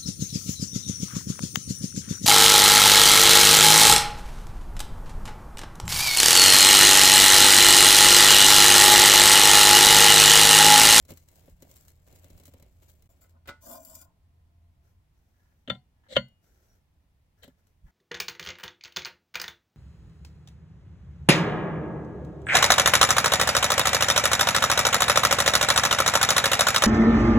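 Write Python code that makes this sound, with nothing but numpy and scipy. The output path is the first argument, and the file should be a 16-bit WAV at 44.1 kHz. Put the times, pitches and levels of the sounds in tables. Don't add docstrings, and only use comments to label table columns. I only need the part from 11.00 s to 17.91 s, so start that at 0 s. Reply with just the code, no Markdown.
import sys
import numpy as np
from scipy import signal
from scipy.fft import rfft, irfft
from scipy.io import wavfile
from scipy.ndimage import uniform_filter1d

SR = 44100
rng = np.random.default_rng(int(sys.argv[2]) if len(sys.argv) > 2 else 0)


def to_wav(sig):
    pcm = np.clip(np.atleast_2d(sig), -1, 1) * 32767
    pcm = np.round(pcm).astype(np.int16)
    wavfile.write(sys.argv[1], SR, pcm.T)


N = 304731
TIME = np.arange(N) / SR
RING_TIME = np.arange(SR // 2) / SR
RUB_RISE_S, RUB_T60_S = 0.029, 0.25

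# frequency_hz, level_db
GRIT_SPECTRUM = [(400, -28), (900, -3), (2100, -4), (2700, -6.5), (4200, -2.5), (5800, -1.5), (7400, 3),
                 (8700, -4.5), (10500, -2.5), (12500, 3), (15200, 0), (16500, 6)]
WOOD_SPECTRUM = [(35, -41), (90, 14), (170, -0.5), (280, 0), (380, -3.5), (560, -2), (760, -13.5),
                 (1300, -18.5), (3000, -19.5), (8000, -39)]
CLASH_SPECTRUM = [(100, 8), (500, 1), (1400, 4), (2300, -3), (4000, -4.5), (6000, -12.5), (16000, -29.5)]
# pitch_hz, level_db, t60_s, left_right_db
THUD_MODES = [(175, -7.5, 0.063, -3), (259, 0.5, 0.061, 2), (420, -5.5, .04, -1.5), (558, -3, 0.045, -2)]
# start_s, length_s, steel_db, hand_db
FAINT_RUBS = [(3.82, 0.072, -74.5, -89), (4.12, 0.5, -81, -106), (4.33, 0.19, -87, -80.5),
              (4.93, .07, -102, -84), (5.02, .06, -84, -71.5), (5.41, 0.35, -72, -92.5),
              (6.365, 0.13, -75.5, -74.5), (6.56, 0.035, -76.5, -81), (6.63, .07, -80, -91.5),
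              (6.85, 0.071, -76, -68)]


def amp(db):
    return 10 ** (np.asarray(db) / 20)


def unit_rms(x):
    return x / np.sqrt(np.mean(x ** 2) + 1e-20)


def curve_at(points, hz):
    point_hz, value = np.transpose(points)
    return np.interp(np.log(hz + 1), np.log(point_hz + 1), value)


def add(mix, start_s, sound):
    part = mix[:, max(round(start_s * SR), 0):][:, :sound.shape[1]]
    part += sound[:, :part.shape[1]]


def pan(db):
    return amp(np.array([[.5], [-.5]]) * db)


def colour(x, spectrum, lean=1):
    # frequency_hz, coherence
    likeness = [(60, 0.94), (150, 0.91), (600, 0.45), (1400, 0), (3000, 0.087), (16000, 0)]
    # frequency_hz, left_right_db
    balance = [(100, -1.5), (700, 0.5), (1400, 0.5), (4400, 4.5), (6000, 2.5), (8100, 11.5), (10500, -3.5),
               (15000, 8)]
    hz = np.fft.rfftfreq(x.shape[1], 1 / SR)
    left, unrelated = rfft(x)
    shared = np.clip(curve_at(likeness, hz), 0, 1)
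    right = shared * left + np.sqrt(1 - shared ** 2) * unrelated
    shaped = np.array([left, right]) * amp(curve_at(spectrum, hz)) * pan(lean * curve_at(balance, hz))
    return unit_rms(irfft(shaped, x.shape[1]))


def resonate(x, peaks, order=1):
    hz = np.fft.rfftfreq(N, 1 / SR)
    response = sum(amp(db) / (1 + 2j * (hz - pitch) / width) ** order for pitch, width, db in peaks)
    return unit_rms(irfft(rfft(x) * response, N))


def ring(modes):
    t, out = RING_TIME, 0
    for hz, db, t60, side_db in modes:
        phase = np.array([[1], [-1]]) * rng.normal() * min(hz / 5000, .6)
        envelope = amp(db - 60 * t / t60) * (1 - np.exp(-t * hz))
        out = out + pan(side_db) * envelope * np.sin(2 * np.pi * hz * t + phase)
    return out


def burst(spectrum, t60, tail_db, tail_t60, lean=1):
    t = RING_TIME
    fade = amp(-60 * t / t60) + amp(tail_db - 60 * t / tail_t60)
    attack = 1 - np.exp(-t / .0005)
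    return colour(rng.standard_normal((2, len(t))), spectrum, lean) * fade * attack


def friction(per_s, spread_db, clump_db, hiss):
    sizes = amp(spread_db * np.minimum(rng.exponential(1, N), 4))
    snaps = sizes * (rng.random(N) < per_s / SR)
    power = signal.lfilter([1], [1, -np.exp(-1 / (0.00085 * SR))], snaps ** 2)
    clumps = unit_rms(uniform_filter1d(uniform_filter1d(rng.standard_normal(N), size=500), size=300))
    envelope = np.sqrt(power / power.mean() + hiss) * amp(clump_db * clumps)
    return unit_rms(envelope * rng.standard_normal((2, N)))


def convolve_tail(x, tail):
    return signal.fftconvolve(x, tail / np.linalg.norm(tail[0]), axes=1)[:, :N]


def body(x, t60, direct):
    t = RING_TIME[:len(RING_TIME) // 4]
    tail = rng.standard_normal((2, len(t))) * amp(-60 * t / t60)
    return unit_rms(direct * x + convolve_tail(x, tail))


def wander(x, depth_db):
    spectra = signal.stft(x, nperseg=1024, noverlap=768)[2]
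    patches = uniform_filter1d(rng.standard_normal(spectra.shape[1:]), size=4, axis=0)
    patches = unit_rms(uniform_filter1d(patches, size=12, axis=1))
    return unit_rms(signal.istft(spectra * amp(depth_db * patches), nperseg=1024, noverlap=768)[1][:, :N])


def strokes(rows, rise_s, t60, swell_db=0, db_column=2):
    power = np.zeros(N)
    for row in rows:
        first, length_s = round(row[0] * SR), row[1]
        t = TIME[:N - first][:round((length_s + t60) * SR)]
        swell = swell_db * np.minimum(t / length_s - 1, 0)
        decay = 60 * np.maximum(t - length_s, 0) / t60
        gain = np.minimum(t / rise_s, 1) * amp(row[db_column] + swell - decay)
        power[first:first + len(t)] += gain ** 2
    return np.sqrt(power)


def background():
    # frequency_hz, level_db
    air_spectrum = [(12, -50), (20, -14.5), (86, -5.5), (134, -17.5), (293, -23.5), (367, -28.5),
                    (485, -31.5), (642, -29.5), (1060, -32.5), (1190, -35.5), (1660, -37.5), (1860, -35.5),
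                    (8180, -47), (13500, -46), (16000, -46)]
    rumble_spectrum = [(20, -10.5), (45, -4.5), (65, 0.5), (87, -4.5), (110, -10), (170, -11), (260, -29.5),
                       (700, -55.5)]
    # start_s, rumble_db, hum_db
    jobs = [(0, -62.5, -63.5), (2.08, -66, -64.5), (4.04, -70, -85)]
    # start_s, length_s, level_db
    sways = [(.505, 0.043, -54.5), (1.3, 0.069, -50.5), (4.67, 0.058, -53.5), (5.14, 0.067, -47.5),
             (6.82, 0.061, -53)]
    air = amp(-68.5) * colour(rng.standard_normal((2, N)), air_spectrum, lean=0.24)
    starts, rumble_db, hum_db = np.transpose(jobs)
    job = np.searchsorted(starts[1:], TIME)
    hum_gain = uniform_filter1d(amp(hum_db)[job], size=2000)
    hum = hum_gain * resonate(rng.standard_normal((1, N)), [(83.6, 2.0, 0)])
    handling_gain = uniform_filter1d(amp(rumble_db)[job], size=2000)
    rumble_gain = np.hypot(handling_gain, strokes(sways, rise_s=.025, t60=0.083))
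    return air + hum + rumble_gain * colour(rng.standard_normal((2, N)), rumble_spectrum)


def screwdriver():
    # start_s, length_s, relative_grit_db, rubbing_db
    pushes = [(0.08, 0.029, -48, -49.5), (0.13, 0.097, -60.5, -70), (0.265, 0.25, -64, -67.5),
              (0.6, 0.066, -62, -66), (0.68, 0.083, -58, -65), (0.775, 0.13, -59.5, -70.5),
              (1.06, 0.38, -64.5, -63), (1.445, 0.024, -52.5, -82), (1.5, 0.17, -87, -68.5),
              (1.812, 0.021, -55.5, -61.5), (1.875, 0.017, -53.5, -65.5)]
    resting = [(0, 2.3, -72, -74.5)]
    # pitch_hz, width_hz, level_db
    shaft_peaks = [(2085, 110, -21.5), (3190, 480, -21.5), (4250, 150, -21), (6120, 59, -12.5),
                   (7270, 310, -18)]
    grains = friction(per_s=400, spread_db=4.2, clump_db=1.8, hiss=.5)
    shaft = amp(-17) * pan(3.3) * resonate(grains, shaft_peaks)
    grit = wander(amp(7.5) * colour(grains, GRIT_SPECTRUM) + shaft, depth_db=2.5)
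    rubbing = friction(per_s=140, spread_db=0.5, clump_db=1.5, hiss=.7)
    rubbing = colour(body(rubbing, t60=.12, direct=.8), WOOD_SPECTRUM)
    contact, rise_s, t60 = pushes + resting, 0.014, 0.17
    return strokes(contact, rise_s, t60) * grit + strokes(contact, rise_s, t60, db_column=3) * rubbing


def rust_ticks():
    # start_s, relative_tick_db, relative_knock_db
    catches = [(0.051, -57.5, -54.5), (0.0956, -54, -53), (0.106, -44.5, -41), (0.118, -50, -40),
               (0.173, -49, -81), (0.286, -54.5, -81), (0.3565, -57.5, -73), (.479, -82, -47.5),
               (0.497, -61, -67), (0.6226, -50, -45), (0.7661, -52, -70), (0.8812, -52, -72),
               (1.066, -65, -83), (1.1255, -58.5, -54.5), (1.159, -54, -82), (1.2433, -52.5, -52.5),
               (1.3017, -55.5, -50), (1.377, -56.5, -73), (1.3986, -54.5, -47.5), (1.435, -56, -71),
               (1.4548, -49.5, -77), (1.479, -54.5, -47.5), (1.5368, -56.5, -45.5), (1.5979, -61, -53),
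               (1.6245, -54.5, -49.5), (2.0229, -59, -82), (5.284, -68, -86), (6.4315, -54, -72),
               (6.441, -52.5, -49), (6.478, -60, -52), (6.6694, -67, -68.5)]
    # pitch_hz, level_db, t60_s, left_right_db
    shaft_modes = [(2030, -3, 0.15, -5), (2173, -7.5, 0.21, 12), (2973, -2, 0.086, 10),
                   (4020, 2, 0.089, -11), (5630, 0, 0.064, 9)]
    out = np.zeros((2, N))
    for s, tick_db, knock_db in catches:
        add(out, s, amp(tick_db + 8) * burst(GRIT_SPECTRUM, t60=.022, tail_db=-21, tail_t60=.12))
        add(out, s, amp(tick_db - 20) * ring(shaft_modes))
        add(out, s, amp(knock_db - 4.5) * burst(WOOD_SPECTRUM, t60=0.078, tail_db=-20, tail_t60=0.11))
        add(out, s, amp(knock_db - 0.5) * ring(THUD_MODES))
    return out


def wire_frame():
    # start_s, length_s, relative_grit_db, relative_drone_db
    drags = [(2.07, 0.036, -66.5, -74.5), (2.205, 0.021, -54.5, -66), (2.315, 0.053, -95, -71),
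             (2.607, 0.15, -50, -55), (2.685, 0.086, -51, -79), (2.77, 0.065, -58.5, -63),
             (2.818, 0.21, -56, -64.5)]
    # frequency_hz, level_db
    drag_spectrum = [(900, -38), (2000, -16), (3500, -12), (4200, -8), (4800, 0), (6400, -9), (7200, 8.5),
                     (8300, -4), (10500, 1.5), (12400, 0.5), (13700, 10), (15200, 5.5), (16500, 3.5)]
    # pitch_hz, width_hz, level_db
    squeak_peaks = [(2397, 16, 2.5), (3470, 34, -1), (5000, 42, 5.5), (6007, 63, 5.5), (6900, 430, -2),
                    (9500, 130, -2), (11900, 88, 3), (11500, 24, -4), (13200, 72, 3), (14800, 40, -6),
                    (15600, 190, 5)]
    drone_peaks = [(260, 100, -2), (575, 50, 2), (650, 70, 5), (930, 120, -6), (1030, 55, -1),
                   (1200, 110, -13), (1450, 120, -9)]
    frame_peaks = [(684, 4.3, 2), (781, 6, -14), (1030, 8.1, -3)]
    # start_s, ring_db, clash_db, grit_db
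    landings = [(2.2164, -73, -72, -68), (2.24, -69, -68, -66), (2.4565, -66, -59, -78),
                (2.474, -56, -49, -47), (2.479, -52, -44, -50), (2.4865, -41, -42, -51),
                (2.491, -58, -42, -53), (2.714, -74, -74, -42), (2.849, -74, -74, -40),
                (2.897, -76, -74, -45), (2.952, -74, -72, -39), (3.014, -76, -76, -47)]
    # pitch_hz, level_db, t60_s, left_right_db
    plate_modes = [(265, -10, .15, 0), (571, -3, .15, 0), (645, -12, .12, 3), (890, -16, .25, 0),
                   (977, -8, .1, 0), (1180, -10, .1, 0), (1322, -2, .16, 0), (1462, 1, .21, -2),
                   (1611, -10, .1, 0), (2030, -6, .19, 0), (2072, -7, .18, 0), (2291, -11, .1, 0),
                   (2379, -14, .14, 0), (2767, -15, .12, 0), (3779, -16, .11, 0), (4242, -22, .15, 0),
                   (4522, -19, .12, 0), (5195, -24, .15, 0), (7386, -30, .2, 3)]
    # start_s, length_s, level_db
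    lift = [(3.02, 1.0, -85)]
    slips = friction(per_s=500, spread_db=1.2, clump_db=1.2, hiss=.7)
    scrape = amp(-1) * colour(body(slips, t60=.03, direct=1), drag_spectrum)
    squeak = amp(-8.5) * pan(2.5) * resonate(slips[::-1], squeak_peaks)
    rubbing = colour(friction(per_s=380, spread_db=-6, clump_db=-3, hiss=0.98), CLASH_SPECTRUM)
    grit = wander(scrape + squeak, depth_db=4.5)
    drone = wander(resonate(rubbing, drone_peaks, order=2), depth_db=3.5)
    grit *= strokes(drags, rise_s=.05, t60=0.1)
    drone *= strokes(drags, rise_s=.05, t60=0.3, db_column=3)
    out = amp(3.5) * (grit + drone)
    out += strokes(lift, rise_s=.03, t60=0.47) * resonate(rng.standard_normal((2, N)), frame_peaks)
    for s, ring_db, clash_db, grit_db in landings:
        add(out, s, amp(ring_db) * ring(plate_modes))
        add(out, s, amp(clash_db) * burst(CLASH_SPECTRUM, t60=0.065, tail_db=-13.5, tail_t60=0.27))
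        add(out, s, amp(grit_db) * burst(drag_spectrum, t60=0.057, tail_db=-37, tail_t60=0.13))
    return out


def hand():
    # pitch_hz, width_hz, level_db
    hand_peaks = [(960, 250, -12), (1430, 86, -9.5), (1700, 62, -0.5), (1900, 120, -7), (2950, 130, -16)]
    skin = colour(friction(per_s=470, spread_db=4, clump_db=-1, hiss=0.32), CLASH_SPECTRUM)
    return strokes(FAINT_RUBS, RUB_RISE_S, RUB_T60_S, db_column=3) * resonate(skin, hand_peaks)


def spanner():
    # start_s, length_s, final_db
    slides = [(4.67, 0.085, -66), (5.084, .068, -43.5), (6.42, 0.0079, -42)]
    # start_s, burner_db, spanner_db, clack_db, boom_db, knock_db
    blows = [(4.676, -64, -65, -41, -56, -42.5), (4.6806, -54.5, -46.5, -40.5, -47.5, -30),
             (4.6983, -55, -49, -24.5, -59, -35), (4.7006, -32, -24.5, -49, -36.5, -38),
             (4.751, -73, -49.5, -58, -59, -48.5), (5.1582, -49, -59.5, -31.5, -61.5, -46),
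             (5.1637, -44, -54, -19, -55, -37), (5.1666, -14.5, -33, -23.5, -32.5, -33.5),
             (6.433, -71, -72, -49, -72, -66), (6.441, -73, -75, -52, -75, -53),
             (6.479, -70, -78, -61, -75, -42)]
    # frequency_hz, level_db
    jaw_spectrum = [(100, -14), (260, 5), (400, -14), (530, 13), (680, -2), (950, -20.5), (1400, -14.5),
                    (2100, -1.5), (2500, -18), (3050, -3), (4000, 0.5), (5000, -15.5), (8000, -16),
                    (10000, -29.5), (16000, -31.5)]
    rub_spectrum = [(180, -48), (300, -1.5), (689, -5), (1140, -22.5), (1340, -6), (2840, -21.5),
                    (4910, -18), (5800, -11.5), (8790, -24), (12700, -15.5), (16000, -18.5)]
    clack_spectrum = [(40, -35), (130, -13.5), (380, -19.5), (560, -0.5), (780, -13.5), (1050, -10.5),
                      (1400, 0), (2050, 0), (2400, -11), (3100, 5.5), (3600, -2.5), (4300, -14),
                      (5000, -44), (6300, -23.5), (9000, -40), (13000, -37.5), (16500, -43.5)]
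    # pitch_hz, level_db, t60_s, left_right_db
    burner_modes = [(540, 0, .07, 0), (570, -1, .07, 0), (605, -11, .07, 0), (1003, -21, .11, 0),
                    (1105, -18, .06, -5), (1409, -9, .085, -3), (1510, -31, .2, 2), (1725, -20, .07, 6),
                    (1900, -18, .09, 11), (2045, -27, .21, 3), (2138, -13, .08, 1), (2440, -26, .08, 0),
                    (2856, -5, .062, 4), (2872, -37, .44, 3), (3097, -1, .052, 8), (3140, -28, .2, 5),
                    (3278, -23, .1, 3), (3372, -14, .07, 6), (3865, -28, .09, 5), (4244, -25, .1, 7),
                    (4380, -24.5, .17, 14), (5782, -35, .08, 3), (6350, -33, .05, 3), (7040, -49, .3, 2)]
    spanner_modes = [(605, -15, .11, 0), (735, -26, .24, 5), (785, -25, .19, 5), (1012, -22, .14, 2),
                     (1367, -5, .075, 7), (1900, -15, .06, 9), (2121, -16, .12, 0), (3040, -15, .11, 6),
                     (3538, -1, .065, 12), (3570, -8, .055, 7), (4393, -28, .17, 10)]
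    bench_modes = [(126, 3, .24, 0), (137, -2, .24, 0), (191, 5, .17, 0), (231, 3, .18, -3)]
    sliding = colour(friction(per_s=700, spread_db=1.5, clump_db=1.2, hiss=.7), jaw_spectrum, lean=1.2)
    rubbing = colour(friction(per_s=400, spread_db=2, clump_db=1, hiss=2), rub_spectrum)
    out = strokes(slides, rise_s=0.04, t60=.11, swell_db=3) * sliding
    out += strokes(FAINT_RUBS, RUB_RISE_S, RUB_T60_S) * rubbing
    for s, burner_db, spanner_db, clack_db, boom_db, knock_db in blows:
        add(out, s, amp(burner_db) * ring(burner_modes) + amp(spanner_db) * ring(spanner_modes))
        clack = burst(clack_spectrum, t60=0.04, tail_db=-19.5, tail_t60=0.12, lean=1.6)
        add(out, s, amp(clack_db) * clack)
        add(out, s, amp(boom_db) * ring(bench_modes) + amp(knock_db) * ring(THUD_MODES))
    return signal.sosfilt(signal.butter(2, 75, "high", fs=SR, output="sos"), out)


def nut():
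    # start_s, length_s, level_db
    squeaks = [(5.62, .035, -84), (5.68, 0.052, -75.5)]
    tone = resonate(rng.standard_normal((2, N)), [(5720, 27, 0)])
    return strokes(squeaks, rise_s=0.028, t60=0.066) * tone


def room(x, wet_db, t60):
    t = RING_TIME
    echo_spectrum = [(100, -2.5), (3000, -7), (8000, 4.5), (16000, -17.5)]  # frequency_hz, level_db
    noise = colour(rng.standard_normal((2, len(t))), echo_spectrum, lean=0)
    tail = noise * amp(-60 * t / t60) * (t > .006)
    return x + amp(wet_db) * convolve_tail(x, tail)


def scene():
    work = screwdriver() + rust_ticks() + wire_frame() + spanner() + hand() + nut()
    return room(work, wet_db=-27.5, t60=0.25) + background()


def record(dry):
    dip = 1 - .95 * (abs(TIME - 2.084) < .008)
    lowpass = signal.firwin(511, 16000, window=("kaiser", 9), fs=SR)
    return signal.oaconvolve(dry * dip, lowpass[None], "same")


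dry = scene()
out = record(dry)
to_wav(out)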